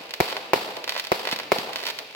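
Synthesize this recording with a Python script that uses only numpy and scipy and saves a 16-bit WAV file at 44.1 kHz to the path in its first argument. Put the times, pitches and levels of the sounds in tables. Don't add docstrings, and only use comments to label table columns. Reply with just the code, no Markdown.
import sys
import numpy as np
from scipy import signal
from scipy.fft import rfft, irfft, next_fast_len
from scipy.io import wavfile

SR = 44100
rng = np.random.default_rng(int(sys.argv[2]) if len(sys.argv) > 2 else 0)


def to_wav(sig):
    pcm = np.clip(np.atleast_2d(sig), -1, 1) * 32767
    pcm = np.round(pcm).astype(np.int16)
    wavfile.write(sys.argv[1], SR, pcm.T)


N = 94815

LEAD = SR // 2
SIZE = 2 ** 13
FREQ = np.fft.rfftfreq(SIZE, 1 / SR)
AGE = np.arange(SIZE) / SR
RIGHT_ONLY = np.array([[0], [1]])
BASS_HZ, TREBLE_HZ = 170, 1430


def undb(db):
    return 10 ** (np.asarray(db) / 20)


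def along(points, hz):
    f, v = np.array(points, float).T
    return np.interp(np.log(hz + 1), np.log(f), v)


def unit(x):
    energy = np.sum(x ** 2, axis=-1)
    return x / np.sqrt(np.mean(energy))


def shock(points):
    cepstrum = irfft(np.log(undb(along(points, FREQ))))
    cepstrum[1:SIZE // 2] *= 2
    cepstrum[SIZE // 2 + 1:] = 0
    pulse = irfft(np.exp(rfft(cepstrum)))
    return rfft(unit(pulse))


def late(ms):
    samples = round(abs(ms) * SR / 1000)
    return np.exp(-2j * np.pi * FREQ * samples / SR)


def strikes(times, db):
    train = np.zeros(LEAD + N)
    places = np.round(np.asarray(times) * SR).astype(int) + LEAD
    np.add.at(train, np.clip(places, 0, LEAD + N - 1), undb(db))
    return train


def table_strikes(table):
    times, db = np.array(table).T
    return strikes(times, db)


def ring(train, response):
    return signal.fftconvolve(np.atleast_2d(train), np.atleast_2d(response), axes=-1)[:, :LEAD + N]


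# (frequency [Hz], likeness [0-1])
LIKENESS = [(60, 0.93), (290, 0.94), (640, 0.7), (1300, 0), (16000, 0.22)]


def diffuse(size):
    hz = np.fft.rfftfreq(size, 1 / SR)
    mid, side = rfft(rng.standard_normal((2, size)))
    like = np.clip(along(LIKENESS, hz), -.9, .99)
    opposite = np.array([[1], [-1]])
    return mid * np.sqrt(1 + like) + side * np.sqrt(1 - like) * opposite, hz


def scatter(decay_s):
    noise = irfft(diffuse(SIZE)[0])
    return rfft(unit(noise * np.sqrt(AGE) * np.exp(-AGE / decay_s)))


SCATTER_S = 0.0039
GROUND_SPREAD_MS, GROUND_DULL_HZ = 0.49, 3250


def paths(ground_ms, ground_db, right_ms):
    direct = np.array([late(0), late(right_ms)])
    bounce_left = late(ground_ms + GROUND_SPREAD_MS / 2)
    bounce_right = late(ground_ms - GROUND_SPREAD_MS / 2)
    dulling = 1 + 1j * FREQ / GROUND_DULL_HZ
    return direct + undb(ground_db) * np.array([bounce_left, bounce_right]) / dulling


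# (left delay [ms], right delay [ms], level [dB])
NEAR = [(1.35, 1.233, -10.5), (2.3, 1.8, -10), (3.3, 2.85, -13.5)]


def near_surfaces():
    return sum(undb(db) * np.array([late(left), late(right)]) for left, right, db in NEAR)


# (frequency [Hz], time to fade by 60 dB [s])
FADE_TIMES = [(100, 2.14), (600, 1.7), (1500, 1.35), (4000, 1.14), (8000, 1.0), (15000, 0.84)]
ECHO_BUILD_S, ECHO_PATCHY_DB, PATCH_S = 0.0028, 2, .006


def surroundings():
    noise, hz = diffuse(2 * SR)
    age = np.arange(2 * SR) / SR
    echoes = 0
    for k, (_, fade_s) in enumerate(FADE_TIMES):
        band = along([(f, float(j == k)) for j, (f, _) in enumerate(FADE_TIMES)], hz)
        echoes = echoes + irfft(noise * band) * np.exp(-np.log(1000) * age / fade_s)
    patches = np.interp(age / PATCH_S, np.arange(4096), rng.standard_normal(4096))
    build = 1 - np.exp(-age / ECHO_BUILD_S)
    return unit(echoes * undb(ECHO_PATCHY_DB * patches) * build)


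# (frequency [Hz], relative level [dB])
RUMBLE = [(25, -30), (60, -27), (130, -9.5), (300, -7), (650, 2.5), (1300, -24), (2500, 4.5), (4500, -13),
          (6500, -20), (16000, -40)]
RUMBLE_DB = -47


def rumble():
    noise, hz = diffuse(next_fast_len(N, True) * 2)
    x = irfft(noise * undb(along(RUMBLE, hz)))[:, :N]
    return undb(RUMBLE_DB) * x / x.std()


# (time [s], relative level [dB])
SLAPS = [(.222, -5), (.556, -5), (.574, -2), (1.14, -5.5), (1.56, -1.5), (1.566, -6.5)]
# (time [s], relative level [dB])
ROLLS = [(.61, -6), (.665, -3), (.76, -0.5), (1.19, -3), (1.60, -6), (1.68, 0.5), (1.82, -4.5), (1.99, -6)]
# (frequency [Hz], relative level [dB])
ROLL_COLOUR = [(60, -30), (250, -10), (420, 1), (700, 3), (1000, 0), (1500, -14), (4000, -24), (12000, -50)]
SLAP_DB, SLAP_S = 1.5, 0.0062
ROLL_DB, ROLL_S = -4, 0.023


def far_echoes():
    slap = irfft(shock(ROLL_COLOUR) * scatter(SLAP_S))
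    roll = irfft(shock(ROLL_COLOUR) * scatter(ROLL_S))
    slaps = undb(SLAP_DB) * ring(table_strikes(SLAPS), slap)
    rolls = undb(ROLL_DB) * ring(table_strikes(ROLLS), roll)
    return slaps + rolls


# (time [s], relative level [dB])
THUMPS = [(.008, -14), (.56, -2), (.575, -15.5), (1.328, -0.5), (1.586, -1)]
# (frequency [Hz], relative level [dB])
THUMP_COLOUR = [(30, -51), (80, -13), (150, 0.5), (280, 5.5), (450, -2.5), (1000, -36), (8000, -74)]
THUMP_DB, THUMP_ECHO_DB = -5.5, -10.5


def mortars(far):
    thumps = undb(THUMP_DB) * ring(table_strikes(THUMPS), irfft(shock(THUMP_COLOUR)))
    return thumps + undb(THUMP_ECHO_DB) * ring(thumps, far)


# (time [s], relative level [dB])
CRACKS = [(0.108, -14), (0.1385, -3.5), (0.3264, -7), (0.3672, -5.5), (0.5601, -7), (0.7683, -8),
          (0.842, -6.5), (0.8777, -4.5), (0.884, -11.5), (0.8937, -3), (0.9216, -5.5), (0.9448, -12),
          (0.953, -16), (0.9642, -7), (0.9778, -4.8), (0.9908, -16), (0.9974, -3), (1.0415, -16),
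          (1.0497, -8.5), (1.0701, -8), (1.1943, -10.5), (1.2528, -4), (1.2728, -1.5), (1.2893, -5.5),
          (1.3134, -5), (1.3211, -8.1), (1.3262, -2), (1.3616, -5.5), (1.3887, -6), (1.3996, -6),
          (1.4336, -13), (1.585, -6), (1.7326, -7), (1.7588, -0.5), (1.786, -13), (1.7914, -10.7),
          (1.837, -7), (1.8537, -11.5), (1.8672, -5.5), (1.9886, -6.5), (2.1493, -12.5)]
# (start [s], length [s], relative level [dB])
SWARMS = [(0, 0.19, -21), (0.221, .1, -12), (.885, .125, -9.5), (1.266, .035, -16.5), (1.32, .02, -9.5),
          (1.761, .085, -13), (1.851, .06, -5.5), (1.92, 0.25, -22.5)]
# (frequency [Hz], relative level [dB])
CRACK_COLOUR = [(60, -34), (300, -12), (600, -1), (1400, -2), (2300, 1.5), (4700, 1.5), (6200, -11),
                (8000, -15), (8900, -23.5), (10500, -15.5), (15500, -14)]
CRACK_GAIN_DB, CRACK_TILT_DB = -1, 7
SWARM_DB, SWARM_COUNT, SWARM_SPREAD_DB = -4, 14, 6.5
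CRACK_GROUND_MS, CRACK_GROUND_DB, CRACK_RIGHT_MS = 6.4, -7, .12
CRACK_NEAR_MS, CRACK_NEAR_DB = 2.05, -0.5
CRACK_SPRAY_DB, CRACK_TAIL_DB = -6.5, -6.5


def stars(far):
    times, db = np.array(CRACKS).T
    db = db + CRACK_GAIN_DB
    tilt = CRACK_TILT_DB * rng.standard_normal(len(db))
    fronts = strikes(times, db - tilt / 2)
    bodies = strikes(times, db + tilt)
    for start, length, swarm_db in SWARMS:
        place = rng.random(size=SWARM_COUNT)
        loud = 2 * rng.random(size=SWARM_COUNT) - 1
        moments = start + length * (np.arange(SWARM_COUNT) + place) / SWARM_COUNT
        swarm = strikes(moments, SWARM_DB + swarm_db + SWARM_SPREAD_DB * loud)
        fronts, bodies = fronts + swarm, bodies + swarm
    crack = shock(CRACK_COLOUR)
    low = 1 / (1 + 1j * FREQ / TREBLE_HZ)
    pops = ring(bodies, irfft(crack * low)) + ring(fronts, irfft(crack * (1 - low)))
    beside = undb(CRACK_NEAR_DB) * late(CRACK_NEAR_MS) * RIGHT_ONLY
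    spray = undb(CRACK_SPRAY_DB) * scatter(SCATTER_S)
    way = paths(CRACK_GROUND_MS, CRACK_GROUND_DB, CRACK_RIGHT_MS) + beside + spray
    return ring(pops, irfft(way)) + undb(CRACK_TAIL_DB) * ring(pops, far)


# (frequency [Hz], relative level [dB])
BLAST_COLOUR = [(30, -24), (100, -7), (180, -7), (260, -9), (360, 3), (560, 0.5), (1050, -4), (1500, -12),
                (2200, -5), (3000, -16), (4400, -14), (6300, -23.5), (9500, -30), (15000, -18.5)]


def burst_colour(bass_db, treble_db, pitch):
    points = []
    for hz, level in BLAST_COLOUR:
        bass = bass_db / (1 + (hz / BASS_HZ) ** 2)
        treble = treble_db / (1 + (TREBLE_HZ / hz) ** 2)
        points.append((hz * pitch, level + bass + treble))
    return points


# (time [s], relative level [dB], bass change [dB], treble change [dB],
# pitch [ratio], ground echo delay [ms], ground echo level [dB], right side delay [ms],
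# relative level sent to the long echo [dB])
SHELLS = [(.2031, 0.5, 13, 2.5, 0.98, 5.53, 1.5, 0.1, 0), (0.5339, 3.5, -16, -9, 1.08, 5.7, -3, 0.075, 0.5),
          (1.1182, 0, -9, -8, 1.06, 5.7, -2.5, .25, -1.5), (1.519, 1.5, -9, -6, 1.025, 4.87, -4, .03, 0)]
# (frequency [Hz], relative level [dB])
ECHO_COLOUR = [(40, -37), (120, -19.5), (250, -9), (430, 1.5), (900, 2), (1400, -4.5), (2500, -3.5),
               (4700, -4), (6300, -18), (8000, -16.5), (8900, -25.5), (10500, -18), (15500, -19)]
BLAST_DB, BLAST_SCATTER_DB, ECHO_DB = 11, -5, 7
EARLIER_S, EARLIER_DB = -.2, -3


def shells(near, far):
    bursts = 0
    sent = strikes([EARLIER_S], [EARLIER_DB])
    for s, db, bass_db, treble_db, pitch, ground_ms, ground_db, right_ms, echo_db in SHELLS:
        blast = shock(burst_colour(bass_db, treble_db, pitch))
        spray = undb(BLAST_SCATTER_DB) * scatter(SCATTER_S)
        way = paths(ground_ms, ground_db, right_ms) + near + spray
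        bursts = bursts + ring(strikes([s], [BLAST_DB + db]), irfft(blast * way))
        sent = sent + strikes([s], [echo_db])
    coloured = ring(sent, irfft(shock(ECHO_COLOUR)))
    return bursts + undb(ECHO_DB) * ring(coloured, far)


def scene():
    near, far = near_surfaces(), surroundings()
    events = shells(near, far) + far_echoes() + mortars(far) + stars(far)
    right_db = 0.02
    return (events[:, LEAD:] + rumble()) * np.array([[1], [undb(right_db)]])


def record(dry):
    squashed = dry / (1 + dry ** 4) ** .25
    top_hz = 15900
    low_pass = signal.ellip(7, .1, 60, top_hz, fs=SR, output="sos")
    return signal.sosfiltfilt(low_pass, squashed)


dry = scene()
out = record(dry)
to_wav(out)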